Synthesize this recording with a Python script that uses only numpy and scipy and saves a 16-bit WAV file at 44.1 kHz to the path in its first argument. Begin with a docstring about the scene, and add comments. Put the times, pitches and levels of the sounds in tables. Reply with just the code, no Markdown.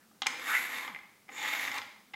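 """A small room, a shell game on a wooden table. Nut shells clack down, then are pushed across it twice.
Their rims catch on the grain, which rings the shells and rumbles in the board; they rattle to rest.
The hand's weight thumps the table softly. A fingertip drags faintly at the end of the first push."""
import sys
import numpy as np
from scipy import signal
from scipy.fft import rfft, irfft
from scipy.io import wavfile

SR = 44100
rng = np.random.default_rng(int(sys.argv[2]) if len(sys.argv) > 2 else 0)


def to_wav(sig):
    """Store sig (one row per channel, or 1-D mono) as 16-bit WAV at the path in sys.argv[1].

    Samples outside -1..1 are clipped; the rate is SR.
    """
    pcm = np.clip(np.atleast_2d(sig), -1, 1) * 32767
    pcm = np.round(pcm).astype(np.int16)
    wavfile.write(sys.argv[1], SR, pcm.T)  # frames by channels


N = 94815

# Room background. Each row: frequency in Hz, relative density in dB.
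BACKGROUND_SPECTRUM = [(25, -13), (60, -19), (105, -3.5), (150, -3), (215, 8), (300, -1), (500, -5),
                       (1200, -7), (2500, -11.5), (5000, -12), (10000, -14), (15500, -15.5)]
# Rubbed resonances. Each row: centre in seconds, half length in seconds, pitch in Hz, width in Hz,
# gain in dB.
SWELLS = [(0.028, 0.029, 1460, 730, -68.5), (.522, .04, 1470, 377, -31.5), (0.553, 0.026, 2064, 490, -28),
          (0.871, 0.064, 1050, 404, -48.5), (1.391, 0.033, 2320, 200, -43.5), (1.41, 0.076, 6970, 795, -51),
          (1.425, 0.05, 3400, 700, -46), (1.418, .04, 840, 162, -49.5), (1.459, 0.026, 2000, 750, -36.5),
          (1.529, 0.019, 2210, 460, -37.5), (1.752, 0.13, 103, 24.4, -70), (1.777, 0.034, 1000, 470, -44)]
# Shells hitting the table. Each row: start in seconds, table gain in dB, shell gain in dB,
# contact corner in Hz, tick gain in dB, tick pitch in Hz, relative crunch gain in dB.
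CONTACTS = [(.114, -51, -69, 1084, -51, 1220, -92), (0.2194, -21, -28, 3030, -19, 3300, -23),
            (0.2226, -50, -49, 3000, -21, 3830, -28), (.2322, -31, -33, 2500, -24.5, 3000, -38),
            (.2610, -23, -23, 1800, -27, 2720, -40), (0.2665, -23.5, -35, 4050, -25, 3120, -17),
            (.2686, -20.5, -20, 9500, -23, 6470, -32), (.2692, -36, -27, 3700, -14.5, 2300, -19.5),
            (.878, -32, -31, 3000, -32.5, 3190, -46), (0.9481, -41, -37, 2100, -27, 2200, -58),
            (.9615, -34.5, -65, 2198, -26.5, 2110, -63), (.989, -49, -36, 2000, -40, 2070, -60),
            (1.282, -50, -43, 1780, -60, 2200, -65), (1.290, -35.5, -35, 1790, -39, 2200, -60),
            (1.294, -36, -36, 1780, -36, 2300, -60), (1.677, -44, -21, 2300, -34, 2050, -38),
            (1.683, -48, -45, 2300, -18, 1990, -42), (1.7163, -42, -25, 3860, -31, 2240, -35),
            (1.743, -28.5, -44, 7000, -44, 2350, -34), (1.755, -32.5, -53, 8000, -35, 4300, -39),
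            (1.781, -41.5, -32, 6460, -32.5, 4080, -34), (1.7845, -43, -53, 2960, -30, 2000, -28),
            (1.817, -32, -33, 2620, -33.5, 3330, -34), (2.1363, -42, -33, 1890, -35, 2590, -61),
            (2.1388, -32.5, -30, 1900, -48, 2220, -29.5), (2.1425, -40, -45, 2050, -32.5, 2120, -28)]
# Table and shell modes. Each row: frequency in Hz, relative gain in dB, T60 in seconds.
TABLETOP_MODES = [(250.5, -31.5, 0.17), (824, -12, 0.053), (1078, -18.5, 0.06), (1254, -10, 0.02),
                  (1550, -6.5, 0.0073)]
NUTSHELL_MODES = [(2106, -4, 0.027), (2373, -11.5, 0.05), (2980, -12.5, 0.031), (3560, -15, 0.014),
                  (4760, -12, 0.0092), (5200, -4.5, 0.01), (6140, -8.5, 0.0044), (6680, -5.5, 0.012),
                  (9600, -37, .005), (11800, -23, 0.001), (13000, -5, .003)]
# Hand on the table. Each row: start in seconds, gain in dB.
HAND_THUMPS = [(.265, -78), (.868, -65)]
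# Push envelopes. Each row: time in seconds, scrape gain in dB, hiss gain in dB.
PUSH_1_LEVELS = [(0.278, -43.5, -95), (.39, -45, -59.5), (.445, -42, -54), (.5, -34, -43.5),
                 (.548, -36.5, -42.5), (.6, -38.5, -46), (.68, -42.5, -52), (.785, -38.5, -51),
                 (.875, -48, -58), (.905, -52, -80)]
PUSH_2_LEVELS = [(1.299, -58.5, -71), (1.345, -48, -62), (1.395, -41, -57), (1.42, -40, -54),
                 (1.452, -35.5, -51.5), (1.535, -35.5, -48), (1.6, -38, -49.5), (1.65, -35, -47.5),
                 (1.7, -42, -55.5), (1.785, -39, -56), (1.809, -73, -86)]
# Shell scrape, board rumble, rim hiss per push. Each row: frequency in Hz, relative density in dB.
SCRAPE_SPECTRUM = [(100, -42.5), (450, -28), (620, -13.5), (800, -10), (920, -10), (1100, -8.5),
                   (1550, -7.5), (1800, -4.5), (2000, -3.5), (2140, 2), (2380, -5), (2750, -13.5),
                   (3600, -12), (4400, -19), (5700, -26), (7000, -23.5), (9000, -32), (15000, -36)]
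RUMBLE_SPECTRUM = [(30, -35), (75, -27), (105, -16), (135, -11), (240, 2), (340, 1), (440, -7.5),
                   (520, 5.5), (900, -35), (3000, -82)]
HISS_1_SPECTRUM = [(2000, -41), (5500, -12.5), (7200, -3), (8500, -13), (10300, -12), (11600, 1.5),
                   (12600, -9.5), (13800, -9), (14900, -40), (16000, -9)]
HISS_2_SPECTRUM = [(2000, -27), (5700, -1), (7100, 6), (8300, -14), (10500, -4), (11800, 1.5), (12600, -2),
                   (13800, 1), (14900, -16), (16000, -6.5)]
# Fingertip on wood. Each row: time in seconds, judder rate in Hz, level in dB.
FINGER_TRACK = [(.85, 289, -72), (.88, 255, -63), (.915, 218, -58), (.945, 160, -62.5), (.965, 145, -70)]
# Room decay. Each row: frequency in Hz, T60 in seconds.
ROOM_DECAY = [(150, 0.54), (700, .7), (2100, 0.7), (4500, 0.7459), (8000, 0.54), (14000, 0.6141)]


def amp(db):
    """Decibels to gain."""
    return 10 ** (np.asarray(db) / 20)


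def unit(x):
    """Scales to rms 1."""
    return x / np.sqrt(np.mean(x ** 2) + 1e-20)


def decay(t, t60_s):
    """Falls 60 dB in t60_s."""
    return np.exp(-np.log(1000) * t / t60_s)


def read(points, hz):
    """Reads a table on a log-frequency axis."""
    points_hz, values = np.transpose(points)
    return np.interp(np.log(hz + 1), np.log(points_hz + 1), values)


def colour(x, spectrum):
    """Filters by a spectrum, to rms 1."""
    gain = amp(read(spectrum, np.fft.rfftfreq(2 * N, 1 / SR)))
    return unit(irfft(rfft(x, 2 * N) * gain)[:N])


def add(mix, start_s, sound):
    """Mixes a sound in at start_s."""
    part = mix[round(start_s * SR):][:len(sound)]
    part += sound[:len(part)]


def resonate(x, hz, width_hz):
    """Two-pole resonance."""
    r = np.exp(-np.pi * width_hz / SR)
    return signal.lfilter([1, 0, -1], [1, -2 * r * np.cos(2 * np.pi * hz / SR), r * r], x)


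def background(level_db=-64.5):
    """Quiet, steady room noise."""
    return amp(level_db) * colour(rng.standard_normal(N), BACKGROUND_SPECTRUM)


def rim_grip(depth_db=1.4, corner_hz=171):
    """Friction gain of a juddering rim."""
    lowpass = signal.butter(2, corner_hz, fs=SR, output="sos")
    judder = unit(signal.sosfilt(lowpass, rng.standard_normal(N)))
    return amp(depth_db * judder)


def catches(grip, rate_per_s=5000, spread_db=3):
    """Tiny uneven impulses as a rim catches on the grain."""
    size = amp(spread_db * np.minimum(rng.exponential(1, N), 3))
    return grip * size * rng.choice([-1., 1.], N) * (rng.random(N) < rate_per_s / SR)


def swells(grip, flatness=3.4):
    """Single resonances of shell or table swell under the rubbing."""
    t, out = np.arange(N) / SR, np.zeros(N)
    for centre_s, half_s, hz, width_hz, db in SWELLS:
        envelope = np.exp(-abs((t - centre_s) / half_s) ** flatness)
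        ringing = resonate(catches(grip), hz, width_hz)
        out += amp(db) * envelope * unit(resonate(ringing, hz, width_hz))
    return out


def ring(modes, corner_hz, t, rise_s=0.00013):
    """Struck modes die away; a soft contact weakens those above its corner."""
    detunes = 1 + 0.0094 * rng.standard_normal(len(modes))
    out = np.zeros(len(t))
    for k, ((hz, db, t60_s), detune) in enumerate(zip(modes, detunes)):
        gain = (-1) ** k * amp(db) / np.hypot(1, (hz / corner_hz) ** 2)
        out += gain * decay(t, t60_s) * np.sin(2 * np.pi * hz * detune * t)
    return out * (1 - np.exp(-t / rise_s))


def tick(hz, t, rise_s=0.00014, t60_s=0.0081):
    """Short ping of a contact."""
    return (1 - np.exp(-t / rise_s)) * decay(t, t60_s) * np.sin(2 * np.pi * hz * t)


def crunch(corner_hz, t, rise_s=0.00084, low_hz=2200):
    """Noise burst of the rough rim, brighter on a hard contact."""
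    high_hz = np.clip(2.06 * corner_hz, 1.2 * low_hz, 9500)
    burst = t / rise_s * np.exp(1 - t / rise_s) * rng.standard_normal(len(t))
    return signal.sosfilt(signal.butter(3, [low_hz, high_hz], "band", fs=SR, output="sos"), burst)


def knocks(crunch_trim_db=-3):
    """Each contact rings table and shell, ticks and crunches."""
    t, out = np.arange(SR // 8) / SR, np.zeros(N)
    for start_s, table_db, shell_db, corner_hz, tick_db, tick_hz, crunch_db in CONTACTS:
        knock = amp(table_db) * ring(TABLETOP_MODES, corner_hz, t)
        knock -= amp(shell_db) * ring(NUTSHELL_MODES, corner_hz, t)
        knock -= amp(tick_db) * tick(tick_hz, t)
        knock += amp(crunch_db + crunch_trim_db) * crunch(corner_hz, t)
        add(out, start_s, knock)
    return out


def hand_thumps(hz=55, rise_s=0.008):
    """The hand's weight thumps the table."""
    t, out = np.arange(N) / SR, np.zeros(N)
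    thump = t / rise_s * np.exp(-t / rise_s) * np.sin(2 * np.pi * hz * t)
    for start_s, db in HAND_THUMPS:
        add(out, start_s, amp(db) * thump)
    return out


def pushes(grip):
    """The sliding rim scrapes, hisses and rumbles in the board."""
    t, out = np.arange(N) / SR, np.zeros(N)
    scrape = colour(catches(grip), SCRAPE_SPECTRUM)
    rumble = colour(catches(grip), RUMBLE_SPECTRUM)
    for push, hiss_spectrum in (PUSH_1_LEVELS, HISS_1_SPECTRUM), (PUSH_2_LEVELS, HISS_2_SPECTRUM):
        hiss = colour(grip * rng.standard_normal(N), hiss_spectrum)
        times_s, *levels_db = np.transpose(push)
        scrape_db, hiss_db = (np.interp(t, times_s, db, -200, -200) for db in levels_db)
        rumble_db = -59 + 0.2 * (scrape_db + 40)  # follows the scrape weakly
        out += amp(scrape_db) * scrape + amp(hiss_db) * hiss + amp(rumble_db) * rumble
    return out


def finger_drag():
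    """Skin judders on wood: a faint groan, falling as the finger stops."""
    t = np.arange(N) / SR
    times_s, hz, db = np.transpose(FINGER_TRACK)
    phase = 2 * np.pi * np.cumsum(np.interp(t, times_s, hz)) / SR
    return amp(np.interp(t, times_s, db, -200, -200)) * unit(np.sin(phase))


def room(x, early_db, tail_db, reflections_per_s=2500):
    """Direct sound, early reflections off table and hands, and a diffuse tail."""
    hz, frames_s, noise = signal.stft(rng.standard_normal(SR), SR, nperseg=256)
    tail = signal.istft(noise * decay(frames_s, read(ROOM_DECAY, hz)[:, None]), SR, nperseg=256)[1][:SR]
    t = np.arange(SR) / SR
    tail *= np.minimum(t / 0.006, 1)
    early = rng.standard_normal(SR) * (rng.random(SR) < reflections_per_s / SR)
    early *= decay(t, t60_s=0.03) * (t > 0.001)
    response = amp(tail_db) * tail / np.linalg.norm(tail) + amp(early_db) * early / np.linalg.norm(early)
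    return x + signal.fftconvolve(x, response)[:N]


def scene():
    """Slides and knocks in the room, dry hand sounds, background; mono."""
    mix = background()
    grip = rim_grip()
    mix += amp(-0.5) * room(pushes(grip) + swells(grip), early_db=-6, tail_db=-5.5)
    mix += room(knocks(), early_db=-11.5, tail_db=-6.5)
    mix += hand_thumps() + finger_drag()
    return mix[None]


def record(dry):
    """Steep low-pass."""
    cutoff_hz = 15850
    lowpass = signal.firwin(511, cutoff_hz, window=("kaiser", 9), fs=SR)
    return signal.oaconvolve(dry, lowpass[None], "same")


dry = scene()
out = record(dry)
to_wav(out)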